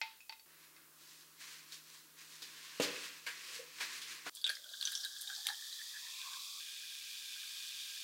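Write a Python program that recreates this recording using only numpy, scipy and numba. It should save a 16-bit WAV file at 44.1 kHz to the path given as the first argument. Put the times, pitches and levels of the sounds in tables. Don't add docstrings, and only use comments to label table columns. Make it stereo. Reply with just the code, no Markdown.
import sys
import numpy as np
from scipy import signal
from scipy.fft import rfft, irfft
from scipy.io import wavfile
from scipy.ndimage import uniform_filter1d
from numba import njit

SR = 44100
rng = np.random.default_rng(int(sys.argv[2]) if len(sys.argv) > 2 else 0)


def int16_out(signal):
    q = np.round(np.clip(np.atleast_2d(signal).T, -1, 1) * 32767)
    wavfile.write(sys.argv[1], SR, q.astype(np.int16))


N = 354123
T = np.arange(N) / SR

CUTS = (0.458, 4.297, 6.6)
# f/Hz, relative level/dB
HISS = [(20, -9), (45, -13.5), (90, -3), (130, 6.5), (300, 10.5), (700, 6), (2000, 7), (8000, 13),
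        (16000, 15.5)]
BLIPS = [0.35, 0.57, 1.10, 2.08, 2.52, 3.06]
# f/Hz, relative level/dB
FRIDGE = [(47, -61), (80, -52), (156, -17.5), (679, -15), (852, -18), (933, -9.5), (1380, -6.5),
          (1610, -7.5), (3000, -34), (3900, -33), (6600, -120)]
# t/s, dry peak level/dB, tilt/(dB per octave), favoured f/Hz, its lift/dB, share of free ring time
CLINKS = [(0.015, -23.5, 0.5, 2300, 5.5, 0.64), (0.205, -45.5, 19, 2560, 26.5, 0.78),
          (0.295, -33.5, -2.5, 4500, 16, 0.34), (0.324, -41.5, -0.5, 2600, 3, 0.47),
          (0.396, -48, 3, 4680, 21, 0.46), (0.764, -50.5, 8, 2100, 12, 0.45)]
# f/Hz, relative level/dB, free t60/s
BOWL = [(891, -1.5, 0.34), (1700, -28, 0.17), (1960, -31, 0.38), (2100, 0.5, 0.14), (2296, -7, 0.16),
        (2515, 1.5, 0.13), (2620, -2, 0.21), (3000, -20, 0.21), (3380, -23, 0.1), (3760, -6.5, 0.18),
        (4060, -16, .21), (4520, 0, 0.073), (4460, -15, 0.19), (5210, -8.5, 0.15), (5340, -8, 0.08),
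        (6880, -9, 0.059)]
# f/Hz, relative level/dB
DISHES = [(600, -23), (1000, 0), (2000, 6), (4500, 7.5), (6000, -4.5), (8000, -33.5)]
# peak t/s, level/dB, rise/s and fall/s per 20 dB, treble relative level/dB, favoured f/Hz
SLIDES = [(0.5, -64.5, 0.13, .4, -15, 1700), (0.65, -61.5, 0.36, 0.3, 3, 2400),
          (0.79, -64.5, 0.13, 0.34, -15, 2000), (1.09, -62, 0.31, 0.49, 10, 3470),
          (1.41, -52.5, 0.036, 0.46, 3.5, 2460), (1.53, -52.5, 0.24, 0.17, 3.5, 1700),
          (1.73, -56.5, 0.074, 0.17, 10.5, 4200), (1.95, -60, 0.33, 0.29, 8, 4020),
          (2.19, -55, 0.049, 0.28, 4.5, 1730), (2.33, -58.5, 0.22, 0.39, 10, 4230),
          (2.43, -52.5, .04, 1, 1, 3740), (2.7, -54.5, 0.56, .6, -1.5, 2980),
          (2.836, -36, 0.033, 0.26, -12, 2650), (3.03, -44.5, 0.52, 0.27, 2.5, 2530),
          (3.271, -45.5, 0.013, 0.4, -2, 1830), (3.55, -46.5, 0.38, 0.15, 3.5, 2760),
          (3.811, -37.5, 0.026, 0.19, -6, 1880), (3.95, -45.5, 0.5, 0.29, 2.5, 2400),
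          (4.12, -46.5, 0.27, 0.27, 1, 2380), (4.268, -43, .04, .5, -4, 1310)]
# f/Hz, relative level/dB
SOLE = [(290, -14.5), (500, -13.5), (545, -35), (665, -17.5), (734, -24.5), (1050, -5), (1260, -8.5),
        (1880, -1), (2200, -3), (4540, -2), (7790, -7), (11800, -15.5), (15000, -18.5)]
# f/Hz, width/Hz, lift/dB
SOLE_PEAKS = [(1140, 59, 3.5), (1640, 210, 3.5), (2560, 78, 3), (4180, 320, 1.5), (6040, 83, 0.5)]
# t/s, dry peak level/dB, centre f/Hz, push on the hollow body/dB
SLAPS = [(1.2054, -50.5, 4900, -111), (1.722, -38.5, 4390, -114), (2.149, -61, 1800, -99.5),
         (2.4211, -36, 3760, -89.5), (2.799, -27.5, 2620, -56), (2.82, -28.5, 4510, -76),
         (2.833, -33.5, 3800, -78), (2.9, -50, 2500, -74.5), (2.969, -52, 2500, -85),
         (3.265, -31.5, 1900, -102), (3.8072, -33, 1900, -91), (4.0168, -35.5, 3560, -99.5),
         (4.2639, -34, 1230, -78.5)]
# f/Hz, relative level/dB, t60/s
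HOLLOW = [(158, -29, 0.32), (280, -27, 0.34), (294.7, -7.5, 0.31), (395, -10.5, 0.25), (482, 0, 0.12),
          (501.2, -5, 0.43), (556, 3, 0.04), (626, -9.5, 0.18), (810, -10, 0.096), (969, -10.5, 0.17),
          (1230, -12, 0.21)]
# peak t/s, level/dB, rise/s and fall/s per 20 dB
DRAG = [(3.545, -58, 0.058, 0.052), (3.6, -50.5, 0.043, 0.089)]
# t/s, level/dB
POUR = [(4.3, -74), (4.37, -53), (4.43, -65), (4.5, -51), (4.62, -58), (4.75, -52), (4.9, -46.5),
        (5.06, -49), (5.14, -51), (5.3, -48), (5.6, -49), (6.6, -48)]
# f/Hz, relative level/dB
EARLY_FIZZ = [(500, -48), (1200, -15.5), (1900, -32), (2300, -31), (2800, -23.5), (3200, -1.5), (3600, 2.5),
              (4200, -3), (4700, 0.5), (5300, -3.5), (7500, -7), (10000, -12.5), (15500, -16)]
# peak t/s, level/dB, rise/s and fall/s per 20 dB
FOAM = [(4.47, -52, 0.015, .11), (4.81, -76, .02, 0.59), (5.3, -70.5, .05, 1.2), (5.47, -82, .05, 0.37),
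        (6.21, -55.5, 0.55, 0.93)]
# t/s, level/dB, f/Hz
AIR_COLUMN = [(4.4, -82, 1570), (4.8, -67, 1580), (5.3, -63, 1656), (6.05, -63.5, 1900), (6.2, -70, 1760),
              (6.45, -82, 1640)]
# peak t/s, level/dB, fall/s per 20 dB, f/Hz
SPLASHES = [(4.37, -67, .04, 1590), (4.46, -51, 0.14, 1580), (4.499, -41.5, 0.048, 1620),
            (4.656, -57.5, .06, 1500), (4.744, -52, 0.023, 1576), (4.82, -52.5, 0.076, 1600),
            (4.88, -48, 0.041, 1590), (4.925, -54.5, 0.12, 1600), (5.05, -46, 0.044, 1620),
            (5.305, -51.5, 0.11, 1600), (5.465, -50.5, 0.068, 1770), (5.495, -50, 0.075, 1700),
            (5.799, -51, 0.046, 1780), (5.957, -49.5, 0.054, 1700), (6.068, -52, 0.047, 1830),
            (6.222, -60, .08, 1600), (6.339, -52, 0.034, 1570)]
# peak t/s, level/dB, rise/s and fall/s per 20 dB
GLUGS = [(4.498, -63, 0.04, 0.039), (4.59, -72, .08, .08), (4.66, -72, 0.073, 0.21),
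         (4.825, -70, 0.031, 0.11), (5.04, -76.5, .3, 0.087), (5.315, -66, .08, 0.04),
         (5.39, -67, .08, 0.055), (5.499, -52.5, .04, 0.064), (6.07, -66.5, 0.21, 0.072),
         (6.146, -65, 0.086, .1), (6.28, -54, 0.12, 0.28), (6.375, -65, .08, 0.092), (6.59, -63, 0.14, .2)]
# t/s, level/dB
CRACKLE = [(4.34, -68), (4.5, -68), (4.7, -70), (4.9, -59), (5.1, -60.5), (5.5, -52), (5.7, -84)]
# t/s, level/dB, ring f/Hz, ring t60/s, treble tick relative level/dB
CLACKS = [(4.351, -42.5, 7260, 0.012, 7.5), (4.3587, -42, 8500, 0.012, 2), (4.37, -42, 3380, 0.023, -12),
          (4.392, -51, 4820, 0.03, -12), (4.4154, -40.5, 4500, 0.026, -6), (4.421, -45, 11200, 0.008, -20),
          (4.4423, -21, 3560, 0.037, -40), (4.449, -42, 7760, 0.02, -30), (4.4658, -24, 3360, 0.022, -28),
          (4.475, -31, 3540, 0.028, -10), (4.4934, -23.5, 4360, 0.02, -17), (4.499, -29, 10100, 0.01, -20),
          (4.5021, -29, 1628, 0.028, -14), (4.553, -35, 4800, 0.015, -24), (4.569, -40, 1740, 0.0082, -14),
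          (4.6189, -47, 3720, 0.017, -15), (4.6423, -42.5, 3470, 0.02, -3),
          (4.691, -42.5, 3820, 0.023, -21), (4.7361, -35.5, 3600, 0.02, -22),
          (4.7706, -45, 3600, 0.028, -16), (4.8118, -26.5, 4220, 0.012, -10),
          (4.8265, -27.5, 3480, 0.017, -20), (4.853, -23, 6070, 0.02, -23),
          (4.859, -30.5, 5870, 0.018, -24), (4.8728, -25, 3450, 0.024, -22),
          (4.8808, -44, 3250, 0.029, -18), (4.9198, -37, 1604, 0.033, 6.5), (4.9287, -37, 3660, 0.025, -20),
          (4.952, -24, 5510, 0.016, -27), (4.9585, -33, 5650, 0.027, -16), (4.975, -33, 5530, 0.024, -20),
          (5.005, -36.5, 5230, 0.03, -19), (5.0105, -33, 5700, 0.01, -23), (5.037, -33, 4600, 0.02, -20),
          (5.0415, -35, 4400, 0.015, -20), (5.049, -29, 3840, 0.03, -4), (5.07, -47, 3120, 0.03, -15),
          (5.1587, -56, 3770, 0.03, -14), (5.2128, -44.5, 3650, 0.026, 12), (5.2195, -36, 9450, 0.013, 3),
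          (5.2744, -35, 3740, 0.027, -20), (5.2998, -36, 1510, 0.011, -23), (5.362, -35, 4400, 0.027, -24),
          (5.3885, -44, 4420, 0.019, -20), (5.43, -51, 3860, 0.022, -4), (5.4687, -20, 3470, 0.012, -8),
          (5.487, -30.5, 1580, 0.024, -19), (5.488, -27.5, 4050, 0.015, -15), (5.501, -38, 1710, 0.036, -6),
          (5.727, -34.5, 3980, 0.042, -23), (6.216, -35.5, 3720, 0.032, -22),
          (6.3329, -35.5, 3740, 0.03, -27)]
# f/Hz, relative level/dB
ICE = [(600, -35), (1500, -17), (2400, -22.5), (3200, 6.5), (3600, 7), (4400, 3), (6000, -8), (8000, -10.5),
       (12000, -25), (16000, -81)]
# f/Hz, relative level/dB
FULL_FIZZ = [(410, -76), (700, -39), (737, -54), (943, -26), (1240, -17), (1450, -22.5), (1580, -10),
             (2080, -16), (2460, -2), (2730, -8), (3580, 1.5), (3970, -4), (4580, -2.5), (8210, -9.5),
             (15500, -17.5)]
# f/Hz, width/Hz, lift/dB
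FULL_PEAKS = [(1250, 150, 0), (1620, 48, 9), (2450, 170, 2.5), (3470, 1300, 2.5), (4620, 280, 1.5)]
# f/Hz, gain/dB
SIDE = [(60, -28), (250, -44), (1000, -44), (4000, -21), (12000, -103)]

HISS_DB = -62.5
MAINS_HZ, MAINS_DB = 60, -90.5
BLIP_HZ, BLIP_S, BLIP_DB = 11280, .1, -75
FRIDGE_DB = -72.5
HUM_HZ, HUM_DB, MURMUR_HZ, MURMUR_DB = 156.1, -78.5, 319, -78.5
SPLASH_RISE_S = 0.023
GLUG_HZ, GLUG_CLIMB_HZ_PER_S = 506, 283
FULL_DB, FULL_GROWS_DB_PER_S = -48, 1.2
BALANCE_DB = -.2
TOP_HZ = 15800


def undb(db):
    return 10 ** (np.asarray(db) / 20)


def unit(x):
    return x / np.sqrt(np.mean(x ** 2))


def peak_unit(x):
    return x / np.abs(x).max()


def noise():
    return rng.standard_normal(N)


def colour(x, points, peaks=()):
    hz = np.arange(1, 4098) * SR / 8194
    point_hz, point_db = np.array(points).T
    db = np.interp(np.log(hz), np.log(point_hz), point_db)
    for centre, width, lift_db in peaks:
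        db = db + lift_db / (1 + (2 * (hz - centre) / width) ** 2)
    cepstrum = irfft(db * np.log(10) / 20)
    cepstrum[1:4096] *= 2
    cepstrum[4097:] = 0
    response = irfft(np.exp(rfft(cepstrum)))
    return signal.fftconvolve(x, response)[:N]


@njit
def svf(x, hz, width):
    y, band, low = np.empty(len(x)), 0., 0.
    for i in range(len(x)):
        g, damping = np.tan(np.pi * hz[i] / SR), width / hz[i]
        v = (band + g * (x[i] - low)) / (1 + g * (g + damping))
        band, low = 2 * v - band, low + 2 * g * v
        y[i] = damping * v
    return y


def double_svf(x, hz, width):
    return svf(svf(x, hz, width), hz, width)


def lowcut(x, hz):
    return signal.sosfilt(signal.butter(4, hz, "high", fs=SR, output="sos"), x)


def ring(x, modes):
    out = 0
    for hz, db, t60 in modes:
        pole = np.exp(2j * np.pi * hz / SR - np.log(1000) / (t60 * SR))
        out = out + undb(db) * signal.lfilter([1], [1, -pole], x).imag
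    return out


def add(out, s, burst):
    i = int(s * SR)
    out[i:i + len(burst)] += burst[:N - i]


def curves(table, off=-120.):
    s, first, *rest = np.transpose(table)
    return [np.interp(T, s, first, off, off)] + [np.interp(T, s, c) for c in rest]


def swells(s, db, rise_s, fall_s, *columns):
    t = T[::32, None]
    late = t - s
    drop_db = 20 * np.maximum(-late / rise_s, late / fall_s)
    power = undb(2 * np.maximum(db - drop_db, -200))
    total = power.sum(axis=1)
    results = [10 * np.log10(total)] + [power @ c / total for c in columns]
    return [np.interp(T, t[:, 0], c) for c in results]


def walk(rate):
    k = int(SR / rate)
    return uniform_filter1d(np.repeat(rng.standard_normal(N // k + 1), k), k)[:N]


def pops(rate, spread_db):
    size = undb(spread_db * np.minimum(rng.exponential(1, N), 3))
    return unit((rng.random(N) < rate / SR) * noise() * size)


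def pings(rate, cycles):
    pitches = 1500 * 2 ** np.arange(0, 3, .2)
    return unit(sum(ring(pops(rate, 4.0), [(hz, 0, cycles / hz)]) for hz in pitches))


def bubbles(shape, peaks=()):
    bursts = noise() + 0.66 * pops(3000, 2.2) + .18 * pings(14, 81)
    return undb(0.37 * walk(13)) * unit(colour(bursts, shape, peaks))


def air(db, hz, width):
    splash = (noise() + 0.68 * pops(200, 4.6)) * undb(0.35 * walk(40))
    return undb(db) * unit(double_svf(splash, hz, width))


def room(x, t60, wet_db):
    t = T[:SR // 2]
    tail = rng.standard_normal(len(t)) * undb(-60 * t / t60) * (t > .002)
    return x + undb(wet_db) * signal.fftconvolve(x, tail / np.linalg.norm(tail))[:N]


def microphone_hiss():
    return undb(HISS_DB) * unit(colour(noise(), HISS))


def mains_hum():
    return undb(MAINS_DB) * np.sin(2 * np.pi * MAINS_HZ * T)


def blips():
    on = sum((T > s) & (T < s + BLIP_S) for s in BLIPS)
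    return undb(BLIP_DB) * uniform_filter1d(1. * on, size=400) * np.sin(2 * np.pi * BLIP_HZ * T)


def fridge():
    hum = undb(HUM_DB + 2.9 * walk(4.77)) * np.sin(2 * np.pi * HUM_HZ * T)
    murmur = undb(MURMUR_DB) * unit(svf(noise(), MURMUR_HZ + 0 * T, 54.0))
    return hum + murmur + undb(FRIDGE_DB) * unit(colour(noise(), FRIDGE))


def shuffle():
    db, treble_db, scuff_hz = swells(*np.transpose(SLIDES))
    body, edge = (unit(colour(noise() + 0.56 * pops(2000, 3.5), SOLE, SOLE_PEAKS)) for _ in range(2))
    scuff = unit(svf(noise(), scuff_hz, 380.0))
    dull = colour(body, [(2500, -2.0), (8000, -8.0)])
    treble = colour(edge, [(1500, -13.0), (5000, -4.5)])
    friction = dull + undb(treble_db) * treble + 0.26 * scuff
    return lowcut(undb(db + 1.1 * walk(30)) * friction, 240)


def slaps_and_thud():
    slap, knock, t = np.zeros(N), np.zeros(N), T[:SR // 8]
    for s, peak_db, hz, push_db in SLAPS:
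        burst = svf(rng.standard_normal(len(t)) * np.exp(-t / 0.017), hz + 0 * t, 0.5 * hz)
        add(slap, s, undb(peak_db) * peak_unit(burst))
        add(knock, s, undb(push_db) * np.hanning(24))
    thud = lowcut(ring(knock, HOLLOW) * undb(2.0 * walk(38)), 134)
    return room(lowcut(slap, 300), 0.17, -1.2) + room(thud, 0.58, -3.5)


def drag():
    level_db = swells(*np.transpose(DRAG))[0] + 4.0 * walk(40)
    return undb(level_db) * unit(double_svf(noise(), 490 + 0 * T, 70.0))


def bowl():
    out, t = np.zeros(N), T[:SR // 2]
    for s, db, tilt, favoured_hz, lift_db, free in CLINKS:
        touch = (t == 0) + .012 * rng.standard_normal(len(t)) * np.exp(-t / .04)
        modes = []
        for hz, mode_db, t60 in BOWL:
            lift = lift_db / (1 + ((hz - favoured_hz) / 200) ** 2)
            modes.append((hz, mode_db + tilt * np.log2(hz / 2500) + lift, free * t60))
        decay = np.exp(-t / (0.12 * free)) + 4.9 * np.exp(-t / 0.0056)
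        rattle = colour(rng.standard_normal(len(t)) * decay, DISHES)[:len(t)]
        clink = lowcut(ring(touch, modes), 700) + .33 * rattle
        add(out, s, undb(db) * peak_unit(clink))
    return room(out, .2, -14)


def pouring_fizz():
    fizz = undb(curves(POUR)[0]) * bubbles(EARLY_FIZZ)
    foam = unit(double_svf(noise(), 2500 + 0 * T, 540.0))
    return fizz + undb(swells(*np.transpose(FOAM))[0]) * foam


def stream():
    s, db, fall_s, hz = np.transpose(SPLASHES)
    column = air(*curves(AIR_COLUMN), 220.0)
    splashes = air(*swells(s, db, SPLASH_RISE_S, fall_s, hz), 195.0)
    glug_hz = np.maximum(GLUG_HZ + GLUG_CLIMB_HZ_PER_S * (T - CUTS[1]), GLUG_HZ)
    glugs = air(swells(*np.transpose(GLUGS))[0], glug_hz, 150.0)
    return column + splashes + glugs


def ice():
    out = undb(curves(CRACKLE)[0]) * unit(colour(pings(8, 25), EARLY_FIZZ))
    t = T[:SR // 8]
    for s, db, hz, t60, tick_db in CLACKS:
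        touch = ((t == 0) + 0.27 * rng.standard_normal(len(t))) * undb(-60 * t / 0.012)
        crack = colour(touch, ICE)[:len(t)]
        pair = ring(touch, [(hz, 0, t60), (1.07 * hz, -4.0, t60)])
        cube = svf(pair, hz + 0 * t, 0.44 * hz)
        clack = 0.94 * peak_unit(crack) + peak_unit(cube)
        tick = svf(lowcut(touch, 5100), 10500 + 0 * t, 6800.0)
        add(out, s, undb(db) * (peak_unit(clack) + undb(tick_db) * peak_unit(tick)))
    return room(out, 0.18, -5)


def full_glass():
    level_db = FULL_DB + FULL_GROWS_DB_PER_S * (T - CUTS[2])
    return undb(level_db) * bubbles(FULL_FIZZ, FULL_PEAKS)


def scene():
    shot = np.searchsorted(CUTS, T)
    mid = microphone_hiss() + mains_hum() + blips() + bowl()
    mid += (shot == 1) * (fridge() + shuffle() + slaps_and_thud() + drag())
    mid += (shot == 2) * (pouring_fizz() + stream() + ice())
    mid += (shot == 3) * full_glass()
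    side = colour(room(mid, 0.011, 6.1) / 10, SIDE)
    return np.array([(mid + side) * undb(BALANCE_DB / 2), (mid - side) * undb(-BALANCE_DB / 2)])


def record(dry):
    return signal.sosfilt(signal.ellip(10, .2, 60, TOP_HZ, fs=SR, output="sos"), dry)


dry = scene()
out = record(dry)
int16_out(out)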